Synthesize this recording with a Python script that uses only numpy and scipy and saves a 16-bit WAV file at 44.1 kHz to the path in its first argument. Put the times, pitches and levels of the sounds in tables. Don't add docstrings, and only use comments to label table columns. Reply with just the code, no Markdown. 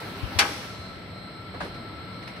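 import sys
import numpy as np
from scipy import signal
from scipy.io import wavfile

SR = 44100
rng = np.random.default_rng(int(sys.argv[2]) if len(sys.argv) > 2 else 0)


def int16_out(signal):
    q = np.round(np.clip(np.atleast_2d(signal).T, -1, 1) * 32767)
    wavfile.write(sys.argv[1], SR, q.astype(np.int16))


N = 105840
TIME = np.arange(N) / SR
STEPS = TIME[::16]
EDGES = np.r_[np.geomspace(22, 3000, 19)[:-1], np.geomspace(3000, 16500, 17)]
CENTRES = np.sqrt(EDGES[1:] * EDGES[:-1])

# (frequency [Hz], left-right likeness [0-1])
LIKENESS = [(30, .2), (70, 0.89), (140, 0.9), (350, 0.95), (700, 0.69), (1400, 0.17), (2800, 0.0096),
            (15000, 0)]
# (frequency [Hz], left minus right [dB])
WASH_PAN = [(40, 2), (100, 0.5), (400, 1), (800, 0.5), (1500, 0), (3000, 1.5), (8000, -3.5), (14000, 1)]
# (frequency [Hz], relative density [dB])
RUSH_COLOUR = [(25, -20), (45, -5), (90, 0), (200, -2), (320, 2.5), (450, -2), (650, 0), (1200, -2.5),
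               (2100, -5.5), (4500, -12), (5800, -18), (6700, -27.5), (8000, -27), (10500, -22),
               (15500, -26.5)]
# (time [s], level [dB])
RUSH_FADE = [(0, -37), (.1, -40), (.27, -40.5), (.35, -37), (.65, -45), (.85, -63), (1.1, -99), (2.4, -82)]
# (frequency [Hz], relative density [dB])
FAN_COLOUR = [(25, -36), (40, -20), (56, -5.5), (95, 2.5), (160, -2), (300, -5), (480, -9), (900, -12.5),
              (1900, -14.5), (2700, -19.5), (4200, -18.5), (5400, -28), (6100, -67), (6900, -78),
              (9500, -46), (15000, -47.5)]
# (time [s], gain [dB])
FAN_SWELL = [(0, 0), (.85, 1.5), (1.1, -0.5), (1.48, -0.5), (1.7, 2), (1.95, 1), (2.4, 1.5)]
# (pitch [Hz], left [dB], right [dB], wander [Hz], flutter [dB])
HUM_TONES = [(100.4, -52, -51, 0.65, 2.5), (181, -49.5, -51, 1.39, 1.2)]
# (centre [Hz], width [Hz], left [dB], right [dB])
WHIRRS = [(2124, 340, -52, -56), (638, 160, -51.5, -57), (8050, 500, -77, -64.5),
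          (11940, 340, -73.5, -77.5)]
# (pitch [Hz], left [dB], right [dB])
WHINE_TONES = [(3848, -68, -65), (4153.5, -62, -52.5), (8204, -88, -69)]
# (time [s], gain [dB])
WHINE_SWELL = [(0, -1.5), (.3, -1), (.65, -4), (.82, 4), (1.04, -3), (1.28, 5.5), (1.45, -1), (1.7, 3.5),
               (1.95, -.5), (2.15, 4), (2.4, -2.5)]
# (time [s], gain [dB])
BEARING_SWELL = [(0, -0.5), (.7, -0.5), (.96, -1), (1.03, -5), (1.11, 0), (1.35, -1), (1.48, -1.5),
                 (1.53, -4), (1.67, -4), (1.72, 1), (2.13, 3), (2.25, -2.5), (2.4, -4)]
# (time [s], level before panning [dB], pitch [Hz], half-length [s])
PUFFS = [(0.24, -27, 103, 0.011), (0.255, -34, 60.6, 0.017), (.369, -28.5, 91, 0.011)]
# (frequency [Hz], relative density [dB])
SLAP_COLOUR = [(88, -29), (150, -33), (330, -12), (700, -13.5), (1100, -4), (1600, -6), (2000, -5),
               (2350, -4), (2900, -6.5), (3500, -5.5), (4000, -9), (4500, -3.5), (4900, -9), (5400, -5),
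               (6300, -9.5), (6900, -24), (7600, -11.5), (9000, -20), (10000, -13.5), (13000, -22),
               (15500, -34)]
# (frequency [Hz], left minus right [dB])
SLAP_PAN = [(200, 1.5), (900, 3.5), (1600, 2), (2300, 5.5), (3500, -3), (4400, 2), (5500, -0.5), (6300, -2),
            (7800, -7.5), (10000, 0.5)]
# (frequency [Hz], T60 [s])
SLAP_T60 = [(200, 0.25), (1000, 0.33), (2200, 0.16), (5000, 0.1), (12000, 0.072)]
# (pitch [Hz], relative level [dB], T60 [s])
STACK_MODES = [(811, -2, .32), (1087, -7, .22), (1512, 0, .28), (1583, -2, .25), (1678, 0, .22),
               (2100, 1, .2), (2352, 1, .22), (2604, 0, .15), (3084, -2, .16), (4545, 0, .16),
               (5480, 5, .09), (6269, -5, .13)]
# (frequency [Hz], level against the hit [dB])
HALL_SEND = [(200, 0), (1000, -13), (3000, -17), (6000, -18.5), (12000, -18)]
# (frequency [Hz], T60 [s])
HALL_T60 = [(200, 1.6), (1000, 0.78), (4000, 1.28), (12000, 1.04)]
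# (time [s], level [dB], tilt [dB/octave], attack [s])
CLACKS = [(.626, -46, -1.5, 0.0035), (1.642, -48, 6, .004), (1.738, -45, 1.5, .008), (2.12, -49, 0, .008),
          (2.222, -41.5, -1, .005), (2.272, -38.5, 1, .005), (2.358, -43, 0, .008)]
# (frequency [Hz], relative density [dB])
CLACK_COLOUR = [(200, -11), (900, -2), (2200, 9), (3200, -6), (5300, -5), (6800, -26), (9500, -18),
                (15000, -33)]
# (frequency [Hz], T60 [s])
CLACK_DECAY = [(300, 0.15), (3000, 0.15), (12000, 0.25)]
# (time [s], level [dB], tilt [dB/octave], attack [s])
KNOCKS = [(1.533, -38.5, -2.5, 0.0096), (1.603, -30.5, 0, 0.0034)]
# (frequency [Hz], relative density [dB])
KNOCK_COLOUR = [(100, -11), (250, -3.5), (650, 2), (1500, 2.5), (2400, -8), (4800, -14.5), (6800, -29.5),
                (10000, -26), (15000, -46)]
# (frequency [Hz], T60 [s])
KNOCK_DECAY = [(150, 0.99), (700, 0.25), (1500, 0.16), (3000, 0.29), (12000, 0.37)]


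def from_db(db):
    return 10 ** (np.asarray(db) / 20)


def rms_one(x):
    return x / np.sqrt(np.mean(x ** 2) + 1e-20)


def in_time(rows):
    return np.interp(TIME, *np.transpose(rows))


def at_hz(rows, hz):
    freqs, values = np.transpose(rows)
    return np.interp(np.log(hz), np.log(freqs), values)


def pan(db):
    return from_db([[db / 2], [-db / 2]])


def drift(rate_hz):
    pole = np.exp(-40 * np.pi * rate_hz / SR)
    slow = signal.lfilter([1], [1, -2 * pole, pole * pole], rng.standard_normal(N // 20 + 2002))[2000:]
    return np.interp(np.arange(N) / 20, np.arange(len(slow)), rms_one(slow))


def wandering_phase(hz, wander_hz, rate_hz):
    return 2 * np.pi * np.cumsum(hz + wander_hz * drift(rate_hz)) / SR


def noise_bands():
    white, bands = rng.standard_normal((2, 2, N)), []
    for k, hz in enumerate(CENTRES):
        bandpass = signal.butter(4, EDGES[k:k + 2], "band", fs=SR, output="sos")
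        mid, side = signal.sosfilt(bandpass, white[k % 2])
        alike = at_hz(LIKENESS, hz)
        bands.append(rms_one(np.sqrt(1 + alike) * mid + np.sqrt(1 - alike) * side * [[1], [-1]]))
    return bands


def band_gains(colour, tilt_db=0):
    gain = from_db(at_hz(colour, CENTRES) + tilt_db * np.log2(CENTRES)) * np.sqrt(np.diff(EDGES))
    return gain / np.linalg.norm(gain)


def wash(colour, flicker_db):
    return sum(gain * band * pan(at_hz(WASH_PAN, hz)) * from_db(flicker_db * drift(7.7))
               for hz, gain, band in zip(CENTRES, band_gains(colour), noise_bands()))


def hit_envelope(start, attack, hold, t60, hz, hall_build_s=0.016):
    age = np.maximum(STEPS - start, 0)
    direct = np.minimum(age / attack, 1) * from_db(-60 * np.maximum(age - hold, 0) / at_hz(t60, hz))
    tail_db = at_hz(HALL_SEND, hz) - 60 * age / at_hz(HALL_T60, hz)
    return np.hypot(direct, np.minimum(age / hall_build_s, 1) * from_db(tail_db))


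def rush():
    return from_db(in_time(RUSH_FADE)) * wash(RUSH_COLOUR, flicker_db=2.5)


def machine_idle(fan_db=-41):
    out = from_db(fan_db + in_time(FAN_SWELL)) * wash(FAN_COLOUR, flicker_db=0.7)
    for hz, left_db, right_db, wander_hz, flutter_db in HUM_TONES:
        hum = np.sin(wandering_phase(hz, wander_hz, rate_hz=5.8)) * from_db(flutter_db * drift(5.4))
        out += from_db([[left_db], [right_db]]) * rms_one(hum)
    for hz, width, left_db, right_db in WHIRRS:
        b, a = signal.iirpeak(hz, hz / width, fs=SR)
        whirr = signal.lfilter(b, a, signal.lfilter(b, a, rng.standard_normal((2, N))))
        out += from_db([[left_db], [right_db]]) * rms_one(whirr)
    return out


def motor_whine(trim_db=1, flutter_db=1.4):
    out = 0
    for hz, left_db, right_db in WHINE_TONES:
        phase = wandering_phase(hz, wander_hz=.5, rate_hz=4.9) + rng.uniform(0, 2 * np.pi, (2, 1))
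        out += from_db([[left_db], [right_db]]) * np.sin(phase)
    return np.sqrt(2) * out * from_db(trim_db + in_time(WHINE_SWELL) + flutter_db * drift(6.8))


def bearing(base_db=-49, flutter_db=3.5):
    phase = wandering_phase(hz=1332.6, wander_hz=13.14, rate_hz=43.3)
    tone = rms_one(np.sin(phase) * from_db(flutter_db * drift(33)))
    return pan(db=7) * from_db(base_db + in_time(BEARING_SWELL)) * tone


def air_puffs():
    out = 0
    for time, db, hz, half_length in PUFFS:
        age = TIME - time
        out -= from_db(db) * np.cos(2 * np.pi * hz * age) * np.exp(-(age / half_length) ** 2)
    return pan(db=16.5) * out


def edge_crack(peak_s=.3925, half_length_s=.003, level_db=-16.5, band_hz=(3000, 6350)):
    bandpass = signal.butter(3, band_hz, "band", fs=SR, output="sos")
    noise = rms_one(signal.sosfilt(bandpass, rng.standard_normal((2, N))))
    return from_db(level_db) * noise * np.exp(-((TIME - peak_s) / half_length_s) ** 2)


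def cardboard_slap(start_s=.3875, attack_s=0.0026, hold_s=0.0083, slap_db=-12, ring_db=-23.5):
    out = 0
    for hz, gain, band in zip(CENTRES, band_gains(SLAP_COLOUR), noise_bands()):
        envelope = np.interp(TIME, STEPS, hit_envelope(start_s, attack_s, hold_s, SLAP_T60, hz))
        out += gain * band * pan(at_hz(SLAP_PAN, hz)) * envelope
    age = np.maximum(TIME - start_s, 0)
    crackle_db = 2.3 * drift(440) * np.exp(-age / 0.037)
    out *= from_db(slap_db + crackle_db)
    bloom = np.minimum(age / hold_s, 1)
    for hz, db, t60 in STACK_MODES:
        mode = np.sin(2 * np.pi * (hz * age + rng.normal(0, 0.14, (2, 1))))
        out += pan(db=7.5) * bloom * from_db(ring_db + db - 60 * age / t60) * mode
    return out


def clacks_and_knocks(clack_hold_s=0.0053, knock_hold_s=0.015):
    kinds = [(CLACKS, CLACK_COLOUR, clack_hold_s, CLACK_DECAY),
             (KNOCKS, KNOCK_COLOUR, knock_hold_s, KNOCK_DECAY)]
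    out = 0
    for k, band in enumerate(noise_bands()):
        power = 0
        for hits, colour, hold, t60 in kinds:
            for start, db, tilt_db, attack in hits:
                gain = from_db(db) * band_gains(colour, tilt_db)[k]
                power += (gain * hit_envelope(start, attack, hold, t60, CENTRES[k])) ** 2
        out += band * np.interp(TIME, STEPS, np.sqrt(power))
    return out


def scene():
    bed = rush() + machine_idle() + motor_whine() + bearing()
    return bed + air_puffs() + edge_crack() + cardboard_slap() + clacks_and_knocks()


def record(dry, cutoff_hz=15600):
    lowpass = signal.ellip(12, .1, 90, cutoff_hz, fs=SR, output="sos")
    return signal.sosfilt(lowpass, 0.87 * np.tanh(dry / 0.94))


dry = scene()
out = record(dry)
int16_out(out)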